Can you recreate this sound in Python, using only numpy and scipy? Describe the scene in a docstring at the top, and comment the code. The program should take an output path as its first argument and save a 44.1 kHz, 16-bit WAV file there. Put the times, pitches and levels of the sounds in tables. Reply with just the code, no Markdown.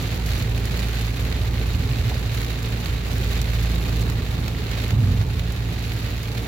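"""Heavy rain drums on a car roof and ticks on the windscreen, heard from inside, with single fat drops standing out.
Each drop is a short burst of noise that snaps, cracks and rings; about two thousand land every second.
The engine hums on one steady pitch from three sine tones, its firing tone rising and falling in level.
Below it, filtered noise makes the rumble of the road and the wash of wet tyres. Rough patches boom on a
sinking note, and two dull knocks ring in the car body."""
import sys
import numpy as np
from scipy import signal
from scipy.fft import rfft, irfft, next_fast_len
from scipy.io import wavfile
from scipy.ndimage import uniform_filter1d

SR = 44100
rng = np.random.default_rng(int(sys.argv[2]) if len(sys.argv) > 2 else 0)


def wav_out(sig):
    """Save sig, one row per channel (or a flat mono array), as 16-bit PCM at SR to the path in sys.argv[1]."""
    wavfile.write(sys.argv[1], SR, np.round(np.clip(np.atleast_2d(sig).T, -1, 1) * 32767).astype(np.int16))


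N = 285327
T = np.arange(N) / SR  # time of every sample in seconds


def undb(db):
    """Turn decibels into a gain."""
    return 10 ** (np.asarray(db) / 20)


def curves(table):
    """Join the points of each table column by straight lines in time."""
    seconds, *columns = np.transpose(table)
    return [np.interp(T, seconds, column) for column in columns]


def unit(x):
    """Scale a sound to an average (rms) strength of 1."""
    return x / np.sqrt(np.mean(x ** 2))


def colour(points, hz):
    """Read the gain at any frequency from a tone-colour table of Hz and dB."""
    point_hz, point_db = np.transpose(points)
    return undb(np.interp(np.log(hz + 1), np.log(point_hz), point_db))


def shape(x, gain):
    """Filter a sound by a gain for each frequency, with no echo ahead of the sound (minimum phase)."""
    size = next_fast_len(x.shape[-1] // 2 + 4096) * 2
    hz = np.arange(size // 2 + 1) * SR / size
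    cepstrum = irfft(np.log(gain(hz) + 1e-6))
    # folding the second half onto the first moves all the response after time zero
    cepstrum[1:size // 2] *= 2
    cepstrum[size // 2 + 1:] = 0
    response = np.exp(rfft(cepstrum))
    return irfft(rfft(x, size) * response, size)[..., :x.shape[-1]]


def walk(rate):
    """Drift at random: levels drawn `rate` times a second, smoothed twice and scaled to rms 1."""
    hold = max(int(SR / rate), 2)
    steps = np.repeat(rng.standard_normal(N // hold + 1), hold)
    smooth = uniform_filter1d(uniform_filter1d(steps, hold), hold)
    return unit(smooth[:N])


def diffuse(pair, alike_hz):
    """Send two unrelated sounds left and right; long waves (low notes) reach both sides alike."""
    def likeness(hz):
        return 1 / (1 + (hz / alike_hz) ** 2) ** 2
    mid = shape(pair[0], lambda hz: np.sqrt(1 + likeness(hz)))
    side = shape(pair[1], lambda hz: np.sqrt(1 - likeness(hz)))
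    return np.array([mid + side, mid - side])


def splat(crack_s, ring_t60, ring_db, snap_db):
    """A drop hits a panel: a snap, a short crack, then noise for dense panel modes and cabin reflections."""
    t = T[:4096]
    snap = undb(snap_db) * np.exp(-t / .0003)
    crack = np.exp(-t / crack_s)
    ring = undb(ring_db - 60 * t / ring_t60)  # ring_t60: seconds to fade by 60 dB
    fade = snap + crack + ring
    return rng.standard_normal((2, len(t))) * fade / np.sqrt(np.sum(fade ** 2))


def shower(per_s, spread_db, spots):
    """Drops of scattered sizes land at random times on the given spots, each with its own ring."""
    out = 0
    for spot in spots:
        # the cap on size: larger drops break up in the air
        sizes = undb(spread_db * np.minimum(rng.standard_normal(4096), 2))
        lands = np.flatnonzero(rng.random(N) < per_s / len(spots) / SR)[:len(sizes)]
        blows = np.bincount(lands, sizes[:len(lands)], N)
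        out = out + signal.oaconvolve(blows[None], spot, axes=1)[:, :N]
    return out


# Tone of a drop through the steel roof. Each row: frequency in Hz, gain in dB.
ROOF_TONE = [(200, -9), (450, -1), (640, 2.5), (1000, -9), (1160, -1), (1450, -1.5), (2000, 0), (2700, 0),
             (3250, -3), (3800, -1.5), (4500, -5), (5200, -11), (7100, -12.5), (8600, -22.5),
             (15000, -17.5)]


def roof(rain_db, count=16):
    """Dense drumming: many small hits on the steel, dulled by the roof lining."""
    spots = [splat(crack_s=.0024, ring_t60=.1, ring_db=-3, snap_db=4) for _ in range(count)]
    patter = shower(per_s=1750, spread_db=5.5, spots=spots)
    patter = shape(diffuse(patter, alike_hz=840), lambda hz: colour(ROOF_TONE, hz))
    return unit(patter) * undb(rain_db)


# Tone of a drop on the glass. Each row: frequency in Hz, gain in dB.
GLASS_TONE = [(500, -27), (1500, -4), (2600, 2.5), (3300, -3.5), (4400, 1.5), (5200, -0.5), (7200, -1),
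              (8300, -7.5), (9400, -7.5), (11000, -4), (12800, -5), (14500, -8), (16000, -6.5)]


def windscreen(rain_db, count=20):
    """Sparser, sharper ticks: bare glass rings more briefly than the roof."""
    spots = [splat(crack_s=.0018, ring_t60=.055, ring_db=-4, snap_db=4.5) for _ in range(count)]
    ticks = shower(per_s=520, spread_db=7, spots=spots)
    return unit(shape(ticks, lambda hz: colour(GLASS_TONE, hz))) * undb(rain_db)


# Single fat drops. Each row: start in seconds, peak in dB before the left-right balance,
# share that strikes bare glass (0 is all roof, 1 is all glass).
FAT_DROPS = [(0.2604, -25, 1), (0.4258, -21, 1), (0.578, -23, 0.4), (0.655, -20.5, 0.9), (0.7733, -20, 0.9),
             (1.3253, -17, 0), (1.985, -27, 0.5), (2.8589, -17, 0.2), (3.1816, -21, 1), (3.416, -15.5, 1),
             (3.8384, -24, 0.2), (4.0182, -24, 0.6), (4.0997, -18, .6), (4.266, -27, .3), (4.3126, -27, .8),
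             (4.4806, -14.5, 0.07), (4.714, -18.5, .15), (4.8388, -24, 0.5), (4.9066, -14, 0),
             (5.213, -18, 0.02), (5.3948, -18, .1), (5.522, -23, 1), (5.9188, -18, 0), (6.1788, -29, 1),
             (6.2312, -23, 0.8), (6.3786, -19, 0)]


def fat_drops():
    """Single heavy drops: bright ones strike the bare glass, dull ones the lined roof."""
    out = np.zeros((2, N + 4096))
    for start_s, peak_db, on_glass in FAT_DROPS:
        def tone(hz):
            return on_glass * colour(GLASS_TONE, hz) + (1 - on_glass) * colour(ROOF_TONE, hz)
        hit = shape(splat(crack_s=.0022, ring_t60=.06, ring_db=-7, snap_db=-1), tone)
        start = int(start_s * SR)
        out[:, start:start + hit.shape[1]] += hit / np.abs(hit).max() * undb(peak_db)
    return out[:, :N]


def staggered(pair):
    """Patter straight from the panels reaches the left first; part of it reaches the right a moment later."""
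    share, lag_s = .097, .00055
    late = np.roll(pair[0], int(lag_s * SR))
    return np.array([pair[0], np.sqrt(1 - share ** 2) * pair[1] + share * late])


# Strength of the rain. Each row: time in seconds, roof level in dB, windscreen level in dB.
RAIN_STRENGTH = [(0, -33.5, -43), (0.18, -36.5, -46.0), (0.3, -34.5, -41.5), (0.55, -35.5, -44.5),
                 (0.8, -33.5, -41.5), (1.1, -35.5, -45), (2.05, -36.0, -46.5), (2.42, -35.5, -45.5),
                 (2.75, -36.5, -46), (3.55, -34.5, -45), (4.05, -36, -45.5), (4.22, -36.5, -50),
                 (4.56, -38.5, -50.5), (4.72, -34, -53.5), (4.9, -35.5, -41), (4.98, -39, -50.0),
                 (5.75, -37.5, -49), (6.47, -36.5, -44.5)]
# quick flurries, felt most on the glass
FLURRIES_PER_S, ROOF_FLURRY_DB, GLASS_FLURRY_DB = 20, .7, 1.6


def rain():
    """All the drops together; roof and glass swell with the same random flurries."""
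    roof_db, glass_db = curves(RAIN_STRENGTH)
    flurry = walk(FLURRIES_PER_S)
    drumming = roof(roof_db + ROOF_FLURRY_DB * flurry)
    ticking = windscreen(glass_db + GLASS_FLURRY_DB * flurry)
    return staggered(drumming + ticking + fat_drops())


# Engine load, heard in the firing tone. Each row: time in seconds, level in dB.
ENGINE_LOAD = [(0, -27), (1.8, -25.5), (2.0, -27), (2.3, -29), (3.7, -23), (4.4, -26.5), (4.7, -32),
               (5.3, -26), (5.6, -29), (6.47, -31)]
FIRING_HZ = 56.6
DRONE_DB = -29.5  # the drone keeps its level whatever the load
# random drift in level, as the road shakes the car
FIRING_WAVER_DB, DRONE_WAVER_DB, WAVER_PER_S = 1.14, 2, 14


def engine():
    """A smooth four-cylinder hum: the firing tone, a drone at twice its pitch and a faint tone at three times."""
    load_db, = curves(ENGINE_LOAD)
    phase = 2 * np.pi * FIRING_HZ * T
    firing = np.cos(phase) * undb(load_db + FIRING_WAVER_DB * walk(WAVER_PER_S))
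    waver = .15 * walk(4)  # shifts the upper tones slightly, in radians
    drone = np.sin(2 * phase + waver) * undb(DRONE_DB + DRONE_WAVER_DB * walk(WAVER_PER_S))
    third = np.cos(3 * phase + waver) * undb(load_db - 14 + 2 * walk(10))
    return np.sqrt(2) * (firing + drone + third)  # the root makes the levels rms


# Water on the road, with a puddle in the first second. Each row: time in seconds, tyre roar in dB.
ROAD_WATER = [(0, -30), (.3, -31.5), (.8, -29.5), (1.15, -31), (2.6, -31.5), (3.6, -31), (4.8, -30.5),
              (5.7, -33), (6.47, -31.5)]
# Tone of the tyre roar in the cabin. Each row: frequency in Hz, gain in dB.
TYRE_TONE = [(18, -28.5), (32, -4.5), (46, 7), (100, 0.5), (140, 5.5), (190, 0.5), (245, 1.5), (295, -4.5),
             (360, -6), (450, -4), (540, -13), (650, -16.5), (800, -12.5), (1300, -21), (4000, -39.5)]
FLUTTER_DB = .9


def tyres():
    """Wet tread roars as filtered noise, swelling and fluttering with the film of water."""
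    wash_db, = curves(ROAD_WATER)
    noise = diffuse(rng.standard_normal((2, N)), alike_hz=846)
    roar = shape(noise, lambda hz: colour(TYRE_TONE, hz))
    return unit(roar) * undb(wash_db + FLUTTER_DB * walk(14))


# Low cabin booms that the road excites. Each row: frequency in Hz, width in Hz, relative level in dB.
CABIN_BOOMS = [(80.4, 14.8, 3.5), (103.1, 7.4, -3), (126.6, 13.8, -3.5)]
# Smooth stretches of road. Each row: start in seconds, end in seconds, change of rumble in dB.
SMOOTH_STRETCHES = [(-.1, .3, -4), (.75, 1.165, -13), (2.33, 2.898, -8), (3.5, 4.2, -3.5), (4.42, 4.9, -3),
                    (5.498, 6.6, -4)]
# rumble of ordinary asphalt: level, how much and how often its grain changes
ROAD_DB, UNEVEN_DB, UNEVEN_PER_S = -29, 1.4, 14
SURFACE_CHANGE_S = .1  # time to roll onto a new surface
JOLT_DB = 3.5  # extra rumble while the car is shaken hardest


def road(shaken):
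    """The grain of the asphalt shakes the suspension and rings the cabin's low resonances."""
    rough_db = ROAD_DB + UNEVEN_DB * walk(UNEVEN_PER_S) + JOLT_DB * shaken
    for start, end, db in SMOOTH_STRETCHES:
        on_it = np.clip(np.minimum(T - start, end - T) / SURFACE_CHANGE_S, 0, 1)
        rough_db = rough_db + db * on_it

    def resonances(hz):
        return sum(undb(db) / (1 + ((hz - f) / width) ** 2) ** 2 for f, width, db in CABIN_BOOMS)
    booms = unit(shape(rng.standard_normal(N), resonances))
    # even out the noise's own swells, so that the road's roughness sets the strength
    booms = booms / np.sqrt(uniform_filter1d(booms ** 2, size=3500) + .024)
    return unit(booms) * undb(rough_db)


# Rough patches of road. Each row: start in seconds, end in seconds, boom in Hz, boom level in dB.
ROUGH_PATCHES = [(1.73, 1.92, 92, -25.5), (4.908, 5.263, 101, -20)]
ATTACK_S, RELEASE_S = .023, .076
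SINK, WOBBLE = .16, .0688  # shares of the boom's pitch: total fall, and random unsteadiness
TRIM_HZ, TRIM_WIDTH_HZ, TRIM_DB = 189, 80, -12  # trim buzz: centre, width, level against the boom
SETTLE_S = .27  # the suspension settles after a patch


def patches():
    """Over broken asphalt the cabin booms on one sinking sine while the trim buzzes above it as a band of noise."""
    out = 0
    for start, end, hz, db in ROUGH_PATCHES:
        along = np.clip((T - start) / (end - start), 0, 1)
        swell = np.clip(np.minimum((T - start) / ATTACK_S, (end - T) / RELEASE_S), 0, 1)
        pitch = hz * (1 + SINK * (.5 - along) + WOBBLE * walk(40))
        boom = np.sqrt(2) * np.sin(2 * np.pi * np.cumsum(pitch) / SR)
        noise = rng.standard_normal(N)
        buzz = unit(shape(noise, lambda f: 1 / (1 + ((f - TRIM_HZ) / TRIM_WIDTH_HZ) ** 4)))
        out = out + swell * undb(db) * (boom + undb(TRIM_DB) * buzz)
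    return out


def jolt():
    """How hard the rough patches shake the car, 0-1: held while on a patch, then dying away."""
    strongest = max(db for *_, db in ROUGH_PATCHES)
    shaken = 0
    for start, end, _, db in ROUGH_PATCHES:
        rise = np.clip((T - start) / ATTACK_S, 0, 1)
        settle = np.exp(-np.maximum(T - end, 0) / SETTLE_S)
        shaken = shaken + undb(db - strongest) * rise * settle
    return shaken


# Dull knocks in the car body. Each row: start in seconds, ring in Hz, level in dB.
BODY_KNOCKS = [(2.116, 792, -25), (4.906, 740, -33)]


def knocks():
    """Short hollow knocks, each ringing three close body modes that fade by 60 dB in 0.069 s."""
    out = 0
    for start, hz, db in BODY_KNOCKS:
        age = np.maximum(T - start, 0)
        ring = sum(np.sin(2 * np.pi * hz * ratio * age) for ratio in (.94, 1, 1.09)) / 3
        out = out + ring * undb(db - 60 * age / .069)
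    return out


# Tone balance between the sides: the right is louder in most bands.
# Each row: frequency in Hz, left minus right in dB.
SIDE_BALANCE = [(60, -2.5), (350, -2.5), (620, -4), (1050, -3.5), (1500, -6), (2700, -2.5), (3700, -5),
                (4400, -10.5), (5500, 4.5), (7000, -7.5), (8400, 2), (10500, -6.5), (13000, -11.5),
                (16000, -7.5)]


def scene():
    """Mix rain, engine, road and knocks, then tilt the tone between left and right."""
    cabin = rain() + engine() + tyres() + road(jolt()) + patches() + knocks()
    # each side takes half of the difference
    left = shape(cabin[0], lambda hz: np.sqrt(colour(SIDE_BALANCE, hz)))
    right = shape(cabin[1], lambda hz: 1 / np.sqrt(colour(SIDE_BALANCE, hz)))
    return np.array([left, right])


def record(dry):
    """Cut the top of the treble with a steep low-pass filter at 15900 Hz."""
    low_pass = signal.ellip(10, .2, 80, 15900, fs=SR, output="sos")
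    return signal.sosfilt(low_pass, dry)


dry = scene()
out = record(dry)
wav_out(out)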